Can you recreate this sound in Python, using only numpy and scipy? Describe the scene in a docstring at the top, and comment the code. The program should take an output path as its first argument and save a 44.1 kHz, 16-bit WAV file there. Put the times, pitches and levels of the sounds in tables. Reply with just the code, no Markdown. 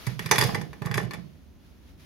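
"""Chalky slate sticks slide out of a cardboard box and clatter onto a pile in a steel plate on a table.
Each contact is a coloured noise click with short stick tones, and it rings the damped modes of the plate.
Lower decaying sines are thuds on the table; sparse touches exciting many resonators are tumbling sticks.
Filtered noise gives the rustle of rubbing, a faint room noise and a low rumble.
A small room, heard from close by, adds early echoes and a tail that decays band by band."""
import sys
import numpy as np
from scipy import signal
from scipy.fft import rfft, irfft
from scipy.io import wavfile

SR = 44100
rng = np.random.default_rng(int(sys.argv[2]) if len(sys.argv) > 2 else 0)


def to_wav(s):
    """Save 16-bit WAV."""
    ch = np.atleast_2d(s).T  # columns
    pcm = np.round(np.clip(ch, -1, 1) * 32767)  # PCM
    wavfile.write(sys.argv[1], SR, pcm.astype(np.int16))


N = 90404   # length in samples
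TIME = np.arange(N) / SR   # s
GRID_HZ = np.fft.rfftfreq(2048, 1 / SR) + 1   # the offset avoids log(0)
HALVES = np.array([[.5], [-.5]])   # shares a left-right difference between the two channels


def from_db(db):
    """Logarithmic level: decibels to amplitude gain."""
    return 10 ** (np.asarray(db) / 20)


def rms_one(x):
    """Power normalisation: scale to rms 1."""
    return x / np.sqrt(np.mean(x ** 2) + 1e-20)


def energy_one(x):
    """Energy normalisation: scale each channel to energy 1."""
    return x / np.sqrt(np.sum(x ** 2, axis=-1, keepdims=True) + 1e-20)


def at_hz(points, hz):
    """Logarithmic pitch: interpolate a table on a log-frequency axis."""
    f, value = np.transpose(points)
    return np.interp(np.log(hz), np.log(f), value)


def level(curve):
    """Amplitude envelope: gain over time from (t/s, level/dB) points."""
    return from_db(np.interp(TIME, *np.transpose(curve)))


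def panned(pan_db):
    """Interaural level difference: left and right gains of constant power."""
    return rms_one(from_db(HALVES * pan_db))


def through(x, response):
    """Linear time-invariant system: convolve with its response, at most N samples long."""
    return signal.fftconvolve(np.atleast_2d(x), np.atleast_2d(response), axes=-1)[:, :N]


def causal(gain_db):
    """Minimum phase: fold the cepstrum to get a causal click with the given spectrum."""
    cepstrum = irfft(np.log(from_db(gain_db)))
    fold = 1 + np.sign(np.fft.fftfreq(cepstrum.shape[-1]))
    return irfft(np.exp(rfft(cepstrum * fold)))


def coloured(x, spectrum):
    """Spectral shaping: weight a signal's spectrum by a table, then scale to rms 1."""
    hz = np.fft.rfftfreq(N, 1 / SR) + 1
    return rms_one(irfft(rfft(x) * from_db(at_hz(spectrum, hz)), N))


def clicks(s, gain):
    """Impulsive excitation: one impulse at each time."""
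    return np.bincount((np.abs(s) * SR).astype(int), gain, N)[:N]


def ring(x, hz, t60):
    """Damped resonator: a unit click sets a sine of height 1 ringing."""
    r = from_db(-60 / (t60 * SR))   # decay per sample
    w = 2 * np.pi * hz / SR
    return signal.lfilter([0, np.sin(w)], [1, -2 * r * np.cos(w), r * r], x + 1e-18)


# spectrum of the room noise: (f/Hz, relative level/dB)
FLOOR_COLOUR = [(22, -41), (40, -12.5), (64, 4), (120, -6.5), (260, -8.5), (500, -22), (820, -27.5),
                (1700, -33.5), (6400, -40.5), (7900, -52), (10500, -44)]
FLOOR_DB, FLOOR_PAN_DB = -51.5, -1.5
# a low rumble that swells twice: (t/s, level/dB)
RUMBLE_LEVEL = [(1.44, -67.5), (1.5, -61.5), (1.7, -57), (1.75, -77.5), (1.87, -63), (1.95, -49),
                (2.05, -72)]
RUMBLE_HZ, RUMBLE_WIDTH_HZ = 59.5, 22


def background():
    """Stationary noise: partly correlated room noise, plus band-passed noise as a low rumble."""
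    air = coloured(rng.standard_normal((2, N)) + rng.standard_normal(N), FLOOR_COLOUR)
    edges_hz = [RUMBLE_HZ - RUMBLE_WIDTH_HZ / 2, RUMBLE_HZ + RUMBLE_WIDTH_HZ / 2]
    band = signal.butter(2, edges_hz, "band", fs=SR, output="sos")
    # one second of run-in lets the filter settle
    rumble = rms_one(signal.sosfilt(band, rng.standard_normal(N + SR))[SR:])
    return from_db(FLOOR_DB) * panned(FLOOR_PAN_DB) * air + level(RUMBLE_LEVEL) * rumble


# reverberation time of the room: (f/Hz, t60/s)
ROOM_DECAY = [(120, 0.39), (300, 1), (700, 0.33), (2000, 0.26), (5000, 0.39), (13000, 0.056)]
EARLY_S, FIRST_ECHO_S = 0.003, 0.00072   # decay constant of the early echoes; middle of the onset ramp


def room():
    """Reverberation: quick echoes off the table and nearby things, and a tail that dies band by band."""
    t = TIME[:SR]
    white = rfft(rng.standard_normal((2, SR)))
    hz = np.arange(SR // 2 + 1) + 1
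    octave = np.round(np.log2(hz)).clip(6, 14)
    tail = 0
    for k in np.unique(octave):
        decay = from_db(-60 * t / at_hz(ROOM_DECAY, 2 ** k))
        tail = tail + irfft(white * (octave == k), SR) * decay
    onset = np.clip(t / FIRST_ECHO_S - .5, 0, 1)
    early = rng.standard_normal((2, SR)) * np.exp(-t / EARLY_S)
    return energy_one(early * onset), energy_one(tail * onset)


# rubbing of cardboard, sticks and hand: (t/s, level/dB)
RUB_LEVEL = [(0, -46), (.11, -47.5), (.18, -55.5), (.22, -47.5), (.29, -49.5), (.44, -34.5), (.68, -59),
             (1.0, -62), (1.2, -61.5), (1.58, -72), (1.65, -62.5), (1.8, -67.5), (1.9, -60), (1.97, -71.5),
             (2.0, -57)]
# spectrum of the rubbing: (f/Hz, relative level/dB)
RUB_SPECTRUM = [(200, 4.5), (700, -3), (2200, -1), (3600, -3), (6400, -8.5), (7900, -21.5), (10500, -10),
                (15500, -17.5)]
RUB_GRAINS_PER_S, RUB_GRAIN_SHARE = 2100, 0.38


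def rubbing():
    """Dry friction: fine hiss with small catches in it."""
    grains = rms_one((rng.random(N) < RUB_GRAINS_PER_S / SR) * rng.standard_normal(N))
    friction = rng.standard_normal((2, N)) + RUB_GRAIN_SHARE * grains
    return level(RUB_LEVEL) * coloured(friction, RUB_SPECTRUM)


# weight landing on the table, its pitch set by where it lands: (t/s, relative level/dB, starting f/Hz)
TABLE_THUDS = [(0.07, -23.5, 135), (0.2, -35.5, 174), (0.255, -28, 150), (0.311, -30, 150),
               (0.382, -23.5, 136), (0.422, -26.5, 154.7), (0.443, -20, 136.4), (0.535, -24.5, 144.2),
               (0.574, -29.5, 146.7), (0.611, -35.5, 149), (.815, -29, 150), (0.855, -25.5, 149.7),
               (0.903, -30.5, 128), (0.956, -25, 132), (0.983, -28, 165.5), (1.035, -28.5, 134.8),
               (1.137, -35, 171.2), (1.176, -37, 154.4), (1.239, -46.5, 161.5)]
THUD_DB, THUD_PUSH_S, THUD_PAN_DB = 7.5, 0.0015, -17
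THUD_T60_S, THUD_SAG_PER_S = 0.11, 1   # the pitch sinks as the plate settles
THUD_LOW_CUT_HZ = 96   # the table radiates little deep bass


def thuds():
    """Damped oscillation: each push sets the plate rocking on the table, at a sinking pitch."""
    out, t = np.zeros(N + SR), TIME[:SR // 4]
    envelope = (1 - np.exp(-t / THUD_PUSH_S)) * np.exp(-np.log(1000) * t / THUD_T60_S)
    for s, db, hz in TABLE_THUDS:
        start = int(s * SR)
        phase = 2 * np.pi * np.cumsum(hz * np.exp(-THUD_SAG_PER_S * t)) / SR
        out[start:start + len(t)] += from_db(db + THUD_DB) * envelope * np.sin(phase)
    low_cut = signal.butter(2, THUD_LOW_CUT_HZ, "high", fs=SR, output="sos")
    return panned(THUD_PAN_DB) * signal.sosfilt(low_cut, out[:N])


# sticks tumbling and scraping over each other: (start t/s, length t/s, level/dB)
TUMBLE_SPILLS = [(0.318, 0.077, -36.5), (0.383, 0.064, -32.5), (0.465, 0.084, -45), (0.839, 0.047, -49.5),
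                 (0.942, 0.12, -45)]
# stereo place of the clatter and the plate: (f/Hz, left-right level/dB)
PAN_BY_PITCH = [(200, 0.5), (750, -4), (1250, -4.5), (2000, 0), (3400, -0.5), (6200, -7.5), (8000, -1.5),
                (11000, 10), (15000, 2)]
# colour of cracks and tumbling: (f/Hz, relative level/dB)
CRACK_COLOUR = [(30, -24), (100, -0.5), (250, 3), (450, 5), (1100, 4.5), (1430, 0), (1800, 7), (2300, 3),
                (2900, -7), (3500, -10.5), (4100, -8.5), (5000, -9.5), (6600, -7), (7800, -16),
                (10000, -10), (12500, -12), (16000, -25.5)]
TUMBLE_RISE_S, TUMBLE_TOUCHES_PER_S, TUMBLE_SIZE_DB, TUMBLE_RING_CYCLES = 0.0087, 700, 7.5, 54


def tumbling(count=28):
    """Random excitation of resonators: small uneven touches; each spill starts quickly and thins out."""
    size = from_db(TUMBLE_SIZE_DB * np.minimum(rng.exponential(1, N), 2))
    touches = (rng.random(N) < TUMBLE_TOUCHES_PER_S / SR) * size
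    rattle = 0
    for hz in np.geomspace(400, 14000, count):   # sticks of all lengths
        force = touches * (rng.standard_normal(N) + .5 * rng.standard_normal((2, N)))
        tone = ring(force, hz, TUMBLE_RING_CYCLES / hz)
        rattle = rattle + panned(at_hz(PAN_BY_PITCH, hz)) * hz * tone
    envelope = 0
    for s, length, db in TUMBLE_SPILLS:
        rise = np.clip((TIME - s) / TUMBLE_RISE_S, 0, 1)
        fall = np.sqrt(np.clip(1 - (TIME - s) / length, 0, 1))
        envelope = envelope + from_db(db) * rise * fall
    return envelope * coloured(rattle, CRACK_COLOUR)


# sticks that bounce clear and ring: (t/s, f/Hz, level/dB, t60/s, left-right level/dB)
CLEAR_RINGS = [(0.3117, 6085, -19.5, 0.11, -18), (.3822, 3494, -25.5, 0.26, -18),
               (.4125, 4850, -16, 0.059, -15), (0.5466, 2038, -29.5, 0.11, -3),
               (1.11, 4400, -34.5, 0.024, -13)]


def stick_rings():
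    """Free vibration: a stick that bounces clear sounds its own note."""
    out = 0
    for s, hz, db, t60, pan_db in CLEAR_RINGS:
        out = out + panned(pan_db) * ring(clicks([s], [from_db(db)]), hz, t60)
    return out


# centre frequencies of the body, clack and snap of a contact: (f/Hz)
REGISTER_CENTRES = [810, 2250, 6150]


def force_db(registers_db, hz):
    """Contact spectrum: relative strength at a given pitch, between the three registers."""
    return np.interp(np.log(hz), np.log(REGISTER_CENTRES), registers_db)


# sticks hitting the pile and the plate: (t/s, body, clack and snap relative level/dB)
STICK_CONTACTS = [(0.067, -52, -36, -30), (.071, -35.5, -33, -42), (0.0937, -70, -42, -65),
                  (.193, -34.5, -26.5, -32.5), (.225, -46, -54, -44), (.260, -44.5, -33, -30.5),
                  (.2647, -40.5, -31, -45), (0.291, -44, -37, -44), (0.3125, -18, -12, -13),
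                  (0.3206, -17.5, -39, -31), (0.358, -37, -22, -25), (0.3822, -22.5, -17.5, -19),
                  (0.388, -27.5, -38, -18.5), (0.4118, -24.5, -21, -18), (.424, -21, -24, -25),
                  (0.438, -45, -27, -22.5), (.472, -50, -78, -30.5), (0.492, -26.5, -38.5, -55),
                  (0.5466, -33, -25.5, -32.5), (.553, -26, -38.5, -36), (.614, -37.5, -38.5, -38.5),
                  (0.731, -43.5, -43.5, -49), (0.8198, -33, -37.5, -42), (0.853, -55, -39, -51),
                  (0.859, -37.5, -47, -34), (.869, -33.5, -34, -50), (0.913, -31, -30, -38),
                  (0.942, -34.5, -25.5, -28), (.956, -36.5, -34, -45), (0.974, -35, -42, -28.5),
                  (0.979, -23.5, -23, -32), (1.109, -37.5, -35, -39.5), (1.135, -36.5, -37.5, -38),
                  (1.141, -52.5, -36.5, -41.5)]
# modes of the plate, damped by its load: (f/Hz, relative level/dB, t60/s)
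PLATE_MODES = [(441.9, -8, 0.25), (475, -17.5, 0.4), (613, -21, 0.3), (817.3, -6.5, 0.13),
               (908, -18.5, 0.11), (1061, -13, 0.049), (1747, -11, 0.14), (1750, -6.5, 0.16),
               (2050, -16.5, 0.12), (2363, -28, 0.26), (2920, -25.5, 0.42), (3475, -11, 0.11),
               (4397, -21, 0.38), (4875, -20, 0.11), (5213, -25.5, 0.34), (5650, -26, 0.25)]
PLATE_DB, PLATE_LAG_CYCLES = -2, 0.21
STRIKE_SPREAD_DB = 1   # standard deviation from strike to strike, for plate and stick modes
PLATE_FOLLOWS_BODY = 0.32   # a stick that only taps another stick has little body and hardly rings the plate


def plate():
    """Modal superposition: contacts ring each mode unevenly; each mode reaches one side a little later."""
    rows, out = np.array(STICK_CONTACTS), 0
    spread = rng.standard_normal((len(rows), len(PLATE_MODES)))
    tap_db = PLATE_FOLLOWS_BODY * np.minimum(rows[:, 1] - rows[:, 2], 0)
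    for k, (hz, db, t60) in enumerate(PLATE_MODES):
        contact_db = np.array([force_db(row[1:], hz) for row in rows])
        strike_db = contact_db + tap_db + db + STRIKE_SPREAD_DB * spread[:, k]
        strikes = from_db(strike_db) * rng.choice([-1, 1], len(rows))
        tone = ring(clicks(rows[:, 0], strikes), hz, t60)
        later = np.interp(TIME - PLATE_LAG_CYCLES / hz, TIME, tone)
        sides = np.array([tone, later])[::(-1) ** k]   # the late side alternates
        out = out + panned(at_hz(PAN_BY_PITCH, hz)) * sides
    return from_db(PLATE_DB) * out


# modes of a stick lying in the pile: (mean f/Hz, relative level/dB)
PILE_MODES = [(1080, -4), (1950, -11), (3480, -4.5), (4830, -5.5)]
STICK_T60_S, STICK_PITCH_SPREAD = 0.015, 0.038   # the spread is a standard deviation of log pitch


def clinks():
    """Damped bar modes: the struck stick rings until the pile damps it, each at a slightly random pitch."""
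    out, t = np.zeros((2, N + SR)), TIME[:SR // 10]
    for s, *registers_db in STICK_CONTACTS:
        start = int(s * SR)
        for mean_hz, db in PILE_MODES:
            detune, strength, lead = rng.standard_normal(3)
            hz = mean_hz * np.exp(STICK_PITCH_SPREAD * detune)
            strike_db = force_db(registers_db, hz) + db + STRIKE_SPREAD_DB * strength
            envelope = from_db(strike_db - 60 * t / STICK_T60_S)
            tone = np.sin(2 * np.pi * hz * t + lead * HALVES)   # phase differs between the sides
            out[:, start:start + len(t)] += panned(at_hz(PAN_BY_PITCH, hz)) * envelope * tone
    return out[:, :N]


SMEAR_S = 0.00079   # decay constant


def smeared_click(t):
    """Phase dispersion: a click of nearly flat spectrum, spread over about a millisecond by the pile."""
    spectrum = rfft(rng.standard_normal(len(t)) * np.exp(-t / SMEAR_S))
    return irfft(spectrum / np.abs(spectrum), len(t)) * (t < t[-1] / 2)


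BOUNCES_PER_S, BOUNCE_S, BOUNCE_DB = 200, 0.039, -4   # BOUNCE_S is a decay constant
BOUNCE_CUT_HZ = 3800   # rebounds are softer than the first touch


def bounces():
    """Inelastic rebound: a dying run of tiny, uneven, duller touches."""
    t = TIME[:SR // 10]
    touches = (rng.random(len(t)) < BOUNCES_PER_S / SR) * rng.uniform(-1.1, 1, len(t))
    touches = signal.sosfilt(signal.butter(1, BOUNCE_CUT_HZ, fs=SR, output="sos"), touches)
    return from_db(BOUNCE_DB) * touches * np.exp(-t / BOUNCE_S)


CRACK_DB, CHATTER_S, CHATTER_DB = 24.5, 0.0064, 2   # CHATTER_S is a decay constant


def cracks():
    """Impact excitation: a click, chatter and rebounds, coloured by how the stick lands."""
    out, t = np.zeros((2, N + SR)), TIME[:SR // 10]
    pan = from_db(HALVES * at_hz(PAN_BY_PITCH, GRID_HZ))
    pan_power_db = 10 * np.log10(pan ** 2 / np.mean(pan ** 2, axis=0))   # constant power at each pitch
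    colour_db = at_hz(CRACK_COLOUR, GRID_HZ) + pan_power_db
    for s, *registers_db in STICK_CONTACTS:
        chatter = energy_one(rng.standard_normal((2, len(t))) * np.exp(-t / CHATTER_S))
        touch = from_db(CHATTER_DB) * chatter + smeared_click(t) + bounces()
        crack = through(touch, causal(colour_db + force_db(registers_db, GRID_HZ)))
        start = int(s * SR)
        out[:, start:start + crack.shape[1]] += crack
    return from_db(CRACK_DB) * out[:, :N]


ROOM_DB, EARLY_DB, THUD_ROOM_DB = -7.5, -0.5, -4.5


def scene():
    """Superposition: clatter and thuds in the room, over the rubbing and the background."""
    early, tail = room()
    clatter = cracks() + clinks() + tumbling()
    thud = thuds()
    metal = plate() + stick_rings()
    into_tail = from_db(ROOM_DB) * (clatter + .5 * metal) + from_db(THUD_ROOM_DB) * thud
    echoes = from_db(EARLY_DB) * through(clatter, early) + through(into_tail, tail)
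    return clatter + metal + thud + echoes + rubbing() + background()


CUTOFF_HZ = 15800


def record(dry):
    """Saturation and band limiting: the highest peaks are rounded and the top is cut."""
    top_cut = signal.ellip(10, .2, 80, CUTOFF_HZ, fs=SR, output="sos")
    return signal.sosfilt(top_cut, np.tanh(dry))


dry = scene()
out = record(dry)
to_wav(out)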